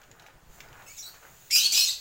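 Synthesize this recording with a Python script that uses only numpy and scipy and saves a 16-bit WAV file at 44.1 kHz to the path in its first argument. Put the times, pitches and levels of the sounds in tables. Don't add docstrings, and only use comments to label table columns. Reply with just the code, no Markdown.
import sys
import numpy as np
from scipy import signal
from scipy.fft import rfft, irfft, next_fast_len
from scipy.io import wavfile
from scipy.ndimage import uniform_filter1d, map_coordinates

SR = 44100
rng = np.random.default_rng(int(sys.argv[2]) if len(sys.argv) > 2 else 0)


def digitize_waveform(pressure):
    field = np.atleast_2d(pressure).T
    bounded = np.clip(field, -1, 1)
    quanta = np.round(bounded * 32767).astype(np.int16)
    wavfile.write(sys.argv[1], SR, quanta)


def elevation(decibels):
    levels = np.asarray(decibels, float)
    return 10 ** (levels / 20)


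N = 88376
TOP_HZ = 15850


def unit(x):
    return x / np.sqrt(np.mean(x ** 2) + 1e-20)


def along(points, hz):
    f, v = np.transpose(points)
    return np.interp(np.log(hz + 1), np.log(f + 1), v)


def curve(rows):
    return np.interp(np.arange(N) / SR, *np.transpose(rows))


def wobble(rate, count=N):
    knots = rng.standard_normal(int(count * rate / SR) + 4)
    return map_coordinates(knots, [np.arange(count) * rate / SR])


def coloured(x, points):
    m = next_fast_len(N + 8192)
    gain = elevation(along(points, np.fft.rfftfreq(m, 1 / SR)))
    return unit(irfft(rfft(x, m) * gain, m)[:N])


def patchy(depth_db):
    z = signal.stft(rng.standard_normal(N + 512), nperseg=512)[2]
    field = uniform_filter1d(rng.standard_normal(z.shape), 5, 0)
    field = uniform_filter1d(field, 8, 1)
    return signal.istft(z * elevation(depth_db * unit(field)), nperseg=512)[1][:N]


def room(x):
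    # (frequency [Hz], t60 [s])
    walls = [(500, 0.19), (2350, 0.34), (3500, 0.33), (6000, 0.3), (10000, 0.25), (15000, 0.28)]
    hz, t, z = signal.stft(rng.standard_normal(SR // 2), SR, nperseg=256)
    decay = elevation(-60 * t / along(walls, hz)[:, None])
    tail = signal.istft(z * decay, SR, nperseg=256)[1]
    delayed = np.pad(x, (150, 0))
    return signal.fftconvolve(delayed, tail / np.linalg.norm(tail))[:N]


def floor():
    # (frequency [Hz], level [dB])
    tone_colour = [(20, 6), (50, 4), (80, -3), (130, 2.5), (220, -9.5), (850, -10), (3400, -23.5),
                   (16000, -34)]
    # (time [s], level [dB])
    duck = [(0, 0), (.85, 2.5), (.95, -1.5), (1.1, -3), (1.2, -1.5), (1.5, -1.5), (1.7, -6.5), (2, -3)]
    # (frequency [Hz], level [dB])
    hiss_colour = [(1500, -15), (2500, -7.5), (5500, -11), (6800, 1.5), (8200, -10), (10300, -14.5),
                   (13000, -10.5), (15800, -0.5)]
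    # (time [s], level [dB])
    hiss_ride = [(0, -63), (.3, -67), (.48, -63), (.55, -52.5), (.63, -56), (.7, -61), (.85, -55.5),
                 (.95, -47), (1.2, -54.5), (1.5, -50), (2, -47.5)]
    room_tone_db = -58
    tone_db = room_tone_db + curve(duck) + 0.76 * wobble(6.7)
    tone = elevation(tone_db) * coloured(patchy(2.0), tone_colour)
    hiss = elevation(curve(hiss_ride)) * coloured(patchy(1.0), hiss_colour)
    return tone + hiss


def rustle():
    # (time [s], level [dB])
    handling = [(0, -59.5), (.05, -66), (.165, -67), (.215, -54.5), (.3, -58.5), (.44, -73), (.52, -62.5),
                (.66, -57), (.8, -51), (.88, -61), (1.0, -72), (1.09, -56), (1.13, -69), (1.152, -51),
                (1.2, -64), (1.24, -51), (1.32, -62), (1.42, -66.5)]
    # (frequency [Hz], level [dB])
    film_colour = [(250, -19.5), (450, -6), (600, -6), (850, 0.5), (1050, -5.5), (1450, 1), (2000, -7),
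                   (6000, -30.5)]
    clump_db, grain_db = 1.2, 4
    crinkle = rng.standard_normal(N) * elevation(4.3 * wobble(400) + clump_db * wobble(30.5))
    return elevation(curve(handling)) * coloured(crinkle + 0.89 * patchy(grain_db), film_colour)


def snaps():
    # (time [s], peak level [dB], pitch [Hz])
    folds = [(0.016, -45.5, 1600), (0.0333, -47.5, 3200), (0.037, -55, 2600), (0.1142, -42.5, 7000),
             (0.173, -69, 1500), (0.197, -42.5, 3980), (.222, -44, 850), (0.264, -41, 2200),
             (0.272, -52, 1560), (0.5124, -54, 1730), (0.6046, -33.5, 2310), (0.686, -48.5, 4800),
             (0.729, -45, 2880), (.822, -47, 3780), (1.1421, -42.5, 1130), (1.227, -49, 1470),
             (1.2436, -56, 1520), (1.29, -54, 1560)]
    # (frequency [Hz], level [dB])
    crack_colour = [(500, -42), (1500, -2), (2500, 3), (4500, -6), (7000, -0.5), (9000, -27), (15000, -10)]
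    ring_t60, crack_t60, crack_db = 0.0087, 0.051, -8.5
    out = np.zeros(N + SR)
    t = np.arange(SR // 20) / SR
    noise = np.pad(coloured(rng.standard_normal(N), crack_colour), (0, SR))
    for s, db, hz in folds:
        start = round(s * SR)
        at = slice(start, start + len(t))
        ring = np.sin(2 * np.pi * hz * t) * elevation(-60 * t / ring_t60)
        crack = elevation(crack_db - 60 * t / crack_t60) * noise[at]
        out[at] += elevation(db) * (ring + crack)
    return out[:N]


def syrinx(notes, throat, overtone_db, rough):
    attack_s, release_s = 0.0028, 0.0064
    flutter_hz, flutter_depth, flutter_bend = 398.5, 0.37, 0.022
    wander, drift, jitter = 0.006, 0.013, 0.022
    shimmer_db = 1.5
    out = np.zeros(N + SR)
    t = np.arange(SR // 8) / SR
    count = len(t)
    k = np.arange(1, 7)[:, None]
    for s, length, hz0, hz1, db in notes:
        high = max(hz1 - 3000, 0) / 1000
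        flutter_rate = flutter_hz * (1 + 0.193 * wobble(39.6, count))
        flutter = rough * np.sin(2 * np.pi * np.cumsum(flutter_rate) / SR)
        errors = wander * wobble(55.4, count) + drift * wobble(280, count) + jitter * wobble(900, count)
        unsteady = rough * errors + flutter_bend * flutter
        glide = hz0 + (hz1 - hz0) * np.clip(t / length, 0, 1)
        pitch = glide * (1 + unsteady)

        order_db = along(throat, k * hz1) + overtone_db(k, high, db)
        audible = k * pitch < TOP_HZ
        stack = elevation(order_db) * audible * np.sin(k * 2 * np.pi * np.cumsum(pitch) / SR)
        attack = np.clip(t / attack_s, 0, 1)
        release = np.exp(-np.clip(t - length, 0, None) / release_s)
        shape = attack * release * (1 + flutter_depth * flutter)
        level = elevation(db + shimmer_db * wobble(151, count))
        out[round(s * SR):][:count] += level * shape * unit(stack.sum(0))
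    return out[:N]


CLEAR = 0.42


def far_bird():
    # (time [s], length [s], start pitch [Hz], end pitch [Hz], level [dB])
    chirps = [
        (.863, 0.025, 2605, 2618, -51.5),
        (.905, 0.038, 2630, 2574, -62),
        (.878, 0.047, 2175, 2305, -51.5),
        (.978, 0.016, 2267, 2303, -50),
        (1.024, 0.04, 4040, 3930, -46.5),
        (1.058, 0.0294, 4320, 4410, -48),
        (1.088, .015, 4530, 4500, -52),
    ]
    # (time [s], length [s], start pitch [Hz], end pitch [Hz], level [dB])
    scolds = [(.873, 0.016, 6400, 6380, -52.5), (.965, 0.028, 3960, 3500, -55.5),
              (.962, 0.013, 8070, 6340, -52), (.972, 0.014, 7900, 6280, -48),
              (.972, 0.011, 6430, 6370, -49), (.974, 0.023, 5200, 5240, -53),
              (.986, 0.0326, 5760, 5670, -44), (.99, 0.021, 6800, 6840, -47),
              (1.005, 0.013, 5340, 5370, -58), (1.035, 0.032, 7800, 7770, -56)]
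    # (frequency [Hz], level [dB])
    far_throat = [(2000, 0), (4500, -3), (6700, 3.5), (8100, -6.5), (10500, -7), (11900, -24),
                  (13300, -6.5), (15500, 0)]

    def hollow(k, high, db):
        return -7 * (k % 2 == 0)

    return syrinx(chirps, far_throat, hollow, 2 * CLEAR) + syrinx(scolds, far_throat, hollow, 0.98)


def near_bird():
    # (time [s], length [s], start pitch [Hz], end pitch [Hz], level [dB])
    first_squawk = [(1.503, 0.0252, 2170, 2400, -39), (1.507, 0.0465, 2700, 2643, -29),
                    (1.56, 0.031, 2633, 3100, -25), (1.58, 0.033, 2600, 3100, -30),
                    (1.598, 0.019, 3930, 3880, -27), (1.622, 0.0175, 4020, 3955, -27),
                    (1.607, 0.014, 2484, 2510, -42), (1.619, 0.04, 3170, 3240, -32.5),
                    (1.526, 0.024, 2430, 2500, -24.5), (1.513, 0.011, 4350, 4900, -37),
                    (1.657, .012, 3400, 3300, -37)]
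    # (time [s], length [s], start pitch [Hz], end pitch [Hz], level [dB])
    second_squawk = [(1.72, 0.045, 2900, 2910, -30.5), (1.744, 0.081, 3920, 3938, -34.5),
                     (1.764, 0.054, 4420, 4450, -32.5), (1.796, 0.01255, 2594, 2600, -24),
                     (1.838, 0.026, 2623, 2603, -34), (1.837, 0.042, 7080, 6200, -34),
                     (1.86, 0.0352, 4250, 3950, -35), (1.87, 0.026, 3740, 3740, -32),
                     (1.865, 0.0351, 7780, 7900, -39), (1.888, 0.017, 7400, 7360, -36.5),
                     (1.507, 0.037, 7000, 6900, -35), (1.729, .016, 2100, 2950, -35),
                     (1.8, .03, 4000, 2700, -40), (1.887, 0.0112, 2100, 2000, -47),
                     (1.865, 0.049, 13000, 11100, -46.5), (1.72, 0.022, 7800, 7750, -36),
                     (1.895, .02, 3900, 4800, -34.5), (1.92, 0.0205, 3850, 3700, -46),
                     (1.952, 0.0245, 4700, 4100, -43)]
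    # (time [s], length [s], start pitch [Hz], end pitch [Hz], level [dB])
    whistles = [(1.549, .015, 2463, 2436, -20), (1.642, 0.0085, 4453, 4440, -22.5),
                (1.656, 0.012, 4422, 4400, -17.5), (1.675, 0.0081, 4416, 4416, -23.5),
                (1.686, 0.013, 4390, 4430, -31.5), (1.704, 0.013, 4410, 4490, -31),
                (1.718, 0.0467, 2405, 2470, -28.5), (1.762, 0.0418, 2503, 2587, -23.5),
                (1.806, 0.033, 2877, 2884, -28), (1.806, 0.039, 4200, 4203, -26),
                (1.524, 0.037, 2451, 2440, -36), (1.72, 0.036, 7260, 7300, -35),
                (1.765, .035, 7790, 7790, -39), (1.745, .04, 3900, 3935, -33.5)]
    # (frequency [Hz], level [dB])
    near_throat = [(2450, -10), (2850, -10.5), (4000, 3), (5300, 2.5), (7300, -4.5), (9800, -13.5),
                   (12600, -12), (15000, -9)]
    pure_db_per_khz, full_voice_db, bloom = 8, -31.5, 3

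    def strain(k, high, db):
        loss_db = pure_db_per_khz * high + bloom * max(full_voice_db - db, 0)
        return -(k > 1).astype(float) * loss_db

    hoarse = syrinx([*first_squawk, *second_squawk], near_throat, strain, 0.99)
    return hoarse + syrinx(whistles, near_throat, strain, CLEAR)


def rasp():
    # (time [s], level [dB])
    effort = [
        [(1.5, -74), (1.51, -47), (1.548, -51), (1.556, -33), (1.62, -37.5), (1.66, -38), (1.706, -50),
         (1.715, -44)],
        [(1.716, -44), (1.722, -38), (1.775, -34), (1.837, -43), (1.885, -44.5), (1.95, -51.5)],
    ]
    # (frequency [Hz], level [dB])
    air_colour = [(200, -28), (2250, -25.5), (2600, -9.5), (4500, -7), (7300, -7.5), (8700, -22),
                  (16000, -25)]
    # (frequency [Hz], level [dB])
    fizz_colour = [(7000, -30), (8700, -12), (10000, 5), (12300, -14), (13800, -24), (15500, -13)]
    rasp_db, torn_db = 8, 2.5
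    fizz_db, fizz_grows = -45.5, 0.93
    effort_db = curve([(1.499, -110), *effort[0], *effort[1], (1.97, -110)])
    torn = patchy(torn_db) * elevation(torn_db * wobble(300))
    body = elevation(effort_db + rasp_db) * coloured(torn, air_colour)
    fizz_level = elevation(fizz_db + fizz_grows * (effort_db - effort_db.max()))
    fizz = fizz_level * coloured(patchy(7.8) * elevation(0.83 * wobble(290)), fizz_colour)
    return body + fizz


def scene():
    bag = rustle() + snaps()
    far = far_bird()
    near = near_bird() + rasp()
    wet = elevation(-6.5) * room(bag) + elevation(-3) * room(far) + elevation(-4) * room(near)
    return (bag + far + near + wet + floor())[None]


def top_cut(x):
    return signal.sosfilt(signal.butter(12, 16850, fs=SR, output="sos"), x)


def record(dry):
    squared = dry ** 2
    bent = dry + 0.096 * (squared - uniform_filter1d(squared, size=2000))
    m = next_fast_len(N)
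    in_band = np.fft.rfftfreq(m, 1 / SR) < TOP_HZ
    limited = irfft(rfft(bent, m) * in_band, m)[:, :N]
    return top_cut(limited)


dry = scene()
out = record(dry)
digitize_waveform(out)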